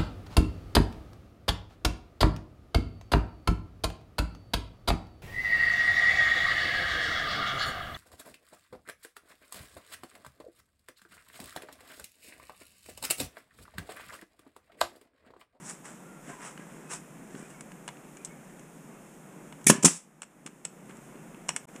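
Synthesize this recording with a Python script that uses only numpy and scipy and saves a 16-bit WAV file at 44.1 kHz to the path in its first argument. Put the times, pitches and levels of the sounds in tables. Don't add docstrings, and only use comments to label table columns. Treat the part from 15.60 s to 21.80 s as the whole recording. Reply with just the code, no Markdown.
import sys
import numpy as np
from scipy import signal
from scipy.fft import rfft, irfft, next_fast_len
from scipy.io import wavfile
from scipy.ndimage import map_coordinates

SR = 44100
rng = np.random.default_rng(int(sys.argv[2]) if len(sys.argv) > 2 else 0)


def attenuation_scalar(level_db):
    decades = np.asarray(level_db, float) / 20
    return 10 ** decades


def transcribe(signal):
    frames = np.atleast_2d(signal).T
    limited = np.clip(frames, -1, 1)
    pcm = np.round(limited * 32767).astype(np.int16)
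    wavfile.write(sys.argv[1], SR, pcm)


N = 273420


def unit(x):
    return x / np.sqrt(np.mean(x ** 2) + 1e-20)


def along(points, hz):
    point_hz, value = np.transpose(points)
    return np.interp(np.log(hz + 1), np.log(point_hz + 1), value)


def wobble(rate_hz):
    knots = rng.standard_normal(int(N * rate_hz / SR) + 4)
    return map_coordinates(knots, [np.arange(N) * rate_hz / SR])


def filtered(x, response):
    size = next_fast_len(N)
    gain = attenuation_scalar(along(response, np.fft.rfftfreq(size, 1 / SR)))
    return irfft(rfft(x, size) * gain, size)[:N]


def noise(spectrum):
    return unit(filtered(rng.standard_normal(next_fast_len(N)), spectrum))


def ring(modes, t, scatter_db, shorten=1):
    total = 0
    for hz, db, t60 in modes:
        decay = attenuation_scalar(db + rng.normal() * scatter_db - 60 * t / (t60 * shorten))
        total = total + decay * np.sin(2 * np.pi * hz * t)
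    return total


def add(track, start_s, sound):
    part = track[round(start_s * SR):][:len(sound)]
    part += sound[:len(part)]


def bursts(rows, bright_colour, dull_colour, rise_s, flutter_db):
    t = np.arange(SR // 2) / SR
    bright_power, dull_power = np.zeros(N), np.zeros(N)
    for start_s, db, hold_s, t60, dull_db in rows:
        fall_db = 60 * np.clip(t - rise_s - hold_s, 0, 1) / t60
        flow = np.clip(t / rise_s, 0, 1) ** 2 * attenuation_scalar(db - fall_db)
        add(bright_power, start_s, flow ** 2)
        add(dull_power, start_s, (attenuation_scalar(dull_db) * flow) ** 2)
    flutter = unit(attenuation_scalar(flutter_db * wobble(500)))
    bright = np.sqrt(bright_power) * noise(bright_colour)
    return flutter * (bright + np.sqrt(dull_power) * noise(dull_colour))


# start_s [s], level_db [dB rms], hold_s [s], t60_s [s], dull_db [dB]
INLET = [
    (4.0665, -12, 0.00088, 0.023, -7.5),
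    (4.0645, -18, 0.04, .03, -12),
]
# start_s [s], level_db [dB rms], hold_s [s], t60_s [s], dull_db [dB]
STRIKE = [
    (4.0975, -15.5, 0.0011, 0.018, 0),
    (4.0995, -12, 0.0032, 0.01, -1.8),
    (4.104, -22.5, 0.0034, 0.014, -2),
]
# start_s [s], level_db [dB rms], hold_s [s], t60_s [s], dull_db [dB]
EXHAUST = [
    (4.104, -33, .005, 0.24, -0.5),
    (4.2238, -29, .004, .03, -11),
    (4.229, -24.5, .002, .025, -11.5),
    (4.2443, -9, 0.01, .06, -12.5),
    (4.26, -25, 0.009, .25, -14.5),
    (4.275, -29.5, 0.0038, 0.021, 0.5),
    (4.29, -43, 0.071, 0.14, -14),
]
# pitch_hz [Hz], level_db [dB per Hz]
NOZZLE = [(2710, -39.5), (4600, -16), (5540, -3), (9960, -0.5), (11300, -13), (14500, -26), (15300, -32),
          (15700, -51)]
# pitch_hz [Hz], level_db [dB per Hz]
CYLINDER = [(350, -46), (600, -18.5), (1670, -13.5), (1810, -3), (2050, -15), (2260, 3), (2760, -10.5),
            (3530, -6), (4300, -19), (5590, -45.5), (9460, -120)]
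# pitch_hz [Hz], level_db [dB per Hz]
WOOD = [(290, -32.5), (500, -2), (1670, -10.5), (2130, -14.5), (2660, -5.5), (3110, -12), (4600, -22),
        (5980, -46), (10100, -120)]
# pitch_hz [Hz], level_db [dB per Hz]
BRIGHT = [(2060, -47.5), (3500, -15), (4250, -20.5), (5570, -5.5), (6170, -7), (7680, 1), (10100, -9),
          (10600, -16), (11700, -29), (14300, -28), (15700, -36)]
# pitch_hz [Hz], level_db [dB per Hz]
DULL = [(290, -34), (500, -3), (554, -5.5), (642, -7.5), (1200, -3.5), (1920, -8.5), (2590, -4),
        (3510, -13), (4600, -35.5), (5980, -43.5), (10100, -120)]


def air():
    fill = bursts(INLET, NOZZLE, CYLINDER, rise_s=0.0032, flutter_db=1.5)
    strike = bursts(STRIKE, NOZZLE, WOOD, rise_s=0.0011, flutter_db=1.0)
    exhaust = bursts(EXHAUST, BRIGHT, DULL, rise_s=0.0047, flutter_db=0.9)
    return fill + strike + exhaust


# start_s [s], level_db [dB peak], contact_s [s], ring_length [0-1]
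BLOWS = [
    (4.067, -15, 0.0019, 0.86),
    (4.0993, -4, 0.00078, 0.4),
    (4.1116, -14.5, .002, 0.5),
    (4.1215, -13.5, .002, .6),
    (4.152, -22.5, .002, .8),
    (4.182, -26, .0025, .9),
    (4.2338, -20.5, .002, .15),
    (4.2444, -7.5, .0009, .15),
]
# start_s [s], level_db [dB peak]
BUMPS = [(.68, -37), (.7, -32.5), (.995, -35.5), (1.145, -38), (1.245, -40), (1.745, -31.5), (1.76, -34),
         (1.8, -37), (1.825, -38.5), (4.859, -33.5), (4.89, -39.5), (4.93, -42), (5.295, -37),
         (5.345, -38.5), (5.385, -39.5), (5.555, -37), (5.745, -39), (6.155, -34.5)]
# pitch_hz [Hz], level_db [dB], t60_s [s]
FRAME = [(166, 0, 0.14), (218, -0.5, 0.14), (266, 2.5, 0.052), (311.3, -8.5, 0.13), (391.5, -4, .15),
         (540, -17, .03), (960, -16, 0.025)]


def frame():
    out, t = np.zeros(N), np.arange(SR // 3) / SR
    chatter = [(4.2558 + k * 0.0112, -8 - 2.1 * k ** 2, 0.002, 0.46) for k in range(6)]
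    bumps = [(start_s, db, 0.0014, 0.7) for start_s, db in BUMPS]
    for start_s, db, contact_s, ring_length in BLOWS + chatter + bumps:
        push = np.hanning(int(contact_s * SR) + 3)
        ringing = np.convolve(ring(FRAME, t, 1.5, ring_length), push / push.sum())
        add(out, start_s + contact_s / 2, attenuation_scalar(db - 8.5) * ringing)
        add(out, start_s, -attenuation_scalar(db - 7.5) * push)
    return out


# start_s [s], level_db [dB peak], dull_db [dB], steel_hz [Hz], housing_hz [Hz]
CLICKS = [(0.0955, -30, -11, 7040, 931), (0.108, -32, -19, 6500, 1540), (2.0072, -33, -6, 4900, 1700),
          (2.2775, -28.5, -1, 9600, 1570), (2.2867, -37, 8, 4400, 930), (2.569, -40, -4.5, 6830, 2270),
          (2.6475, -22.5, -21, 8600, 2200), (2.654, -32, -25, 8450, 2200), (3.9238, -42, 6.5, 7800, 920),
          (4.6187, -30, -4, 8500, 897), (4.8619, -28.5, -3, 8540, 2693), (5.0504, -22.5, -6.5, 7900, 2564),
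          (5.8895, -15.5, -1.5, 5600, 2800), (5.9618, -16.5, -7, 8010, 2200),
          (5.9684, -37, 1.5, 7580, 2190), (6.1605, -38, -0.5, 6700, 1360)]
# start_s [s], level_db [dB peak], dull_db [dB]
TICKS = [(.9756, -42, 3.5), (1.7495, -51, 13), (1.7928, -41, -14), (1.9016, -42, -21),
         (2.1172, -40.5, -0.5), (2.369, -56, 9), (2.445, -58, 9), (2.6728, -46, 0), (2.994, -41.5, -6),
         (4.0125, -50, 0), (4.042, -35, -10), (5.257, -50, -12), (5.2942, -46, 4), (5.308, -52, 8),
         (5.3687, -46, -9.5), (5.556, -53, 8), (5.7444, -52, 9)]
# start_s [s], level_db [dB peak], dull_db [dB]
RATTLES = [
    (4.6297, -36, -3),
    (4.872, -43, 3),
    (5.047, -45, 2),
    (5.8846, -29.5, -8),
    (5.903, -40, 7),
]
# pitch_hz [Hz], level_db [dB], t60_s [s]
METAL = [(5280, -6, .02), (6830, -2, 0.045), (7350, -11, .03), (8450, -3.5, 0.04), (9800, -6, 0.024)]
# pitch_hz [Hz], level_db [dB], t60_s [s]
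BODY = [(955, -2, 0.024), (1620, 3.5, 0.013), (2190, 0.5, 0.026), (2870, 4.5, 0.017), (3380, 0.5, 0.013),
        (4240, -1.5, .012)]


def clicks():
    out, t = np.zeros(N), np.arange(SR // 6) / SR
    bright, dull = noise(BRIGHT), noise(DULL)
    onset = np.clip(t / 0.001, 0, 1) ** 2
    contacts = [(0.021, *row) for row in CLICKS]
    for t60, rows in ((0.018, TICKS), (0.033, RATTLES)):
        contacts += [(t60, *row, rng.uniform(6500, 9100), rng.uniform(900, 2760)) for row in rows]
    for t60, start_s, db, dull_db, steel_hz, housing_hz in contacts:
        crack = 0.46 * attenuation_scalar(-60 * t / 0.0038) + attenuation_scalar(-60 * t / t60) + 0.1 * attenuation_scalar(-60 * t / (4 * t60))
        at = rng.integers(N - len(t))
        steel_ring = ring(METAL + [(steel_hz, 8, .03)], t, 2.5, shorten=t60 / 0.045)
        housing_ring = ring(BODY + [(housing_hz, 6, .018)], t, 1.0, shorten=t60 / 0.017)
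        steel = crack * bright[at:at + len(t)] + 0.45 * steel_ring
        housing = crack * dull[at:at + len(t)] + 0.46 * housing_ring
        add(out, start_s + .0004, attenuation_scalar(db - 6) * onset * (steel + attenuation_scalar(dull_db) * housing))
    return out


# peak_s [s], level_db [dB peak], swell_s [s], fade_s [s], dull_db [dB]
SCUFFS = [(.055, -47, 0.028, 0.11, -21), (0.104, -40.5, 0.11, 0.073, -5), (.256, -48, 0.027, 0.17, 0),
          (.7, -50.5, 0.09, 0.13, 4.5), (.83, -49.5, 0.05, 0.066, 4), (.866, -45.5, 0.09, 0.099, 1.5),
          (1.0, -61, .04, 0.11, 8.5), (1.15, -62.5, 0.47, 0.44, 6), (1.312, -39, 0.023, 0.075, -2),
          (1.332, -36, 0.035, 0.068, -6), (1.79, -55.5, 0.2, 0.3, 1.5), (1.9, -59, .02, .15, -2),
          (5.3, -62, .02, 0.064, 10), (5.356, -64, .02, 0.073, 6), (6.09, -59, .01, 0.024, 7),
          (6.158, -58, 0.054, .08, 4)]
# pitch_hz [Hz], level_db [dB per Hz]
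SKIN = [(240, -35.5), (400, -4), (610, -6), (723, -4.5), (920, -2.5), (1520, -1), (1750, -3), (3070, -12),
        (4400, -27), (5720, -54), (9680, -120)]


def scuffs():
    t, bright_power, dull_power = np.arange(N) / SR, np.zeros(N), np.zeros(N)
    for peak_s, db, swell_s, fade_s, dull_db in SCUFFS:
        distance = np.maximum((peak_s - t) / swell_s, (t - peak_s) / fade_s)
        power = attenuation_scalar(db - 22 * distance) ** 2
        bright_power += power
        dull_power += power * attenuation_scalar(dull_db) ** 2
    grain = unit(attenuation_scalar(1.6 * wobble(400)))
    return grain * (np.sqrt(bright_power) * noise(BRIGHT) + np.sqrt(dull_power) * noise(SKIN))


# start_s [s], pitch_hz [Hz], level_db [dB], length_s [s]
SQUEAKS = [(.38, 1380, -61, .3), (.68, 700, -50, .05), (.685, 1600, -56, .06), (.71, 1030, -54, .05),
           (.75, 980, -58, .07), (.8, 1000, -52, .06), (.85, 1150, -55, .05), (.995, 1650, -55, .04),
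           (1.235, 2550, -61, .19), (1.305, 1500, -50, .05), (1.8, 2450, -63, .08), (1.895, 2800, -63, .04),
           (1.925, 2250, -61, .05), (1.98, 2200, -62, .04), (2.56, 2400, -63, .1), (2.675, 2200, -61, .08)]


def squeaks():
    out = np.zeros(N)
    waver, grip = 1 + .02 * wobble(120), attenuation_scalar(2 * wobble(90))
    for start_s, hz, db, length_s in SQUEAKS:
        span = slice(round(start_s * SR), round((start_s + length_s) * SR))
        turns = np.cumsum(hz * waver[span]) / SR
        swell = np.hanning(len(turns)) ** .5
        add(out, start_s, attenuation_scalar(db + 3.5) * swell * grip[span] * np.sin(2 * np.pi * turns))
    return out


# pitch_hz [Hz], t60_s [s]
SHOP = [(200, 0.21), (2000, .3), (10000, 0.15)]


def shop(x):
    hz, t, z = signal.stft(rng.standard_normal(SR // 2), SR, nperseg=256)
    decay = attenuation_scalar(-60 * t / along(SHOP, hz)[:, None])
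    tail = signal.istft(z * decay, SR, nperseg=256)[1]
    delayed = np.pad(x, (250, 0))
    return signal.fftconvolve(delayed, tail / np.linalg.norm(tail))[:N]


# pitch_hz [Hz], level_db [dB per Hz]
RUMBLE = [(12, -51), (20, -16.5), (58, -19), (103, -34.5), (129, -8), (153, 1.5), (266, -4.5), (326, -6.5),
          (384, -8), (417, -9.5), (453, -10), (1720, -20), (2700, -25), (3510, -56), (5940, -120)]
# pitch_hz [Hz], level_db [dB per Hz]
HISS = [(1760, -34), (3000, -3), (3600, -6), (4100, -13), (4700, -14), (5300, -6), (6000, -5), (6660, 1),
        (8850, 0), (11400, -7), (15250, -12), (15400, -60)]


def hum():
    duck_s, fall_s, duck_db, release_s, recover_db_per_s = 4.07, .3, -9.5, 4.63, 12
    back_s = release_s - duck_db / recover_db_per_s
    times_s = [duck_s, duck_s + fall_s, release_s, back_s]
    gain_db = np.interp(np.arange(N) / SR, times_s, [0, duck_db, duck_db, 0])
    rumble = attenuation_scalar(-50 + 0.83 * wobble(8.3)) * noise(RUMBLE)
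    hiss = attenuation_scalar(-61.5 + 0.36 * wobble(14)) * noise(HISS)
    return attenuation_scalar(gain_db) * (rumble + hiss)


# pitch_hz [Hz], level_db [dB]
WIND_CUT = [(20, -23), (90, -27.5), (112, -29), (135, -5), (160, 0), (15300, -1), (15900, -33.5)]


def scene():
    shot, taps = air() + frame(), clicks()
    near = shot + taps + attenuation_scalar(-15.5) * shop(shot) + attenuation_scalar(-16.0) * shop(taps) + scuffs() + squeaks()
    near = near / (1 + np.abs(near / 1.08) ** 6) ** (1 / 6)
    return (filtered(near, WIND_CUT) + hum())[None]


def band_limit(x):
    return signal.sosfilt(signal.butter(12, 15890, fs=SR, output="sos"), x)


# start_s [s], end_s [s], fade_s [s]
DROPOUT = (6.0555, 6.07, .016)


def record(dry):
    start_s, end_s, fade_s = DROPOUT
    t = np.arange(N) / SR
    gate = np.where(t < start_s, 1, np.clip((t - end_s) / fade_s, .001, 1))
    mix = np.clip(dry * gate, -1, 1)
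    return band_limit(mix)


dry = scene()
out = record(dry)
transcribe(out)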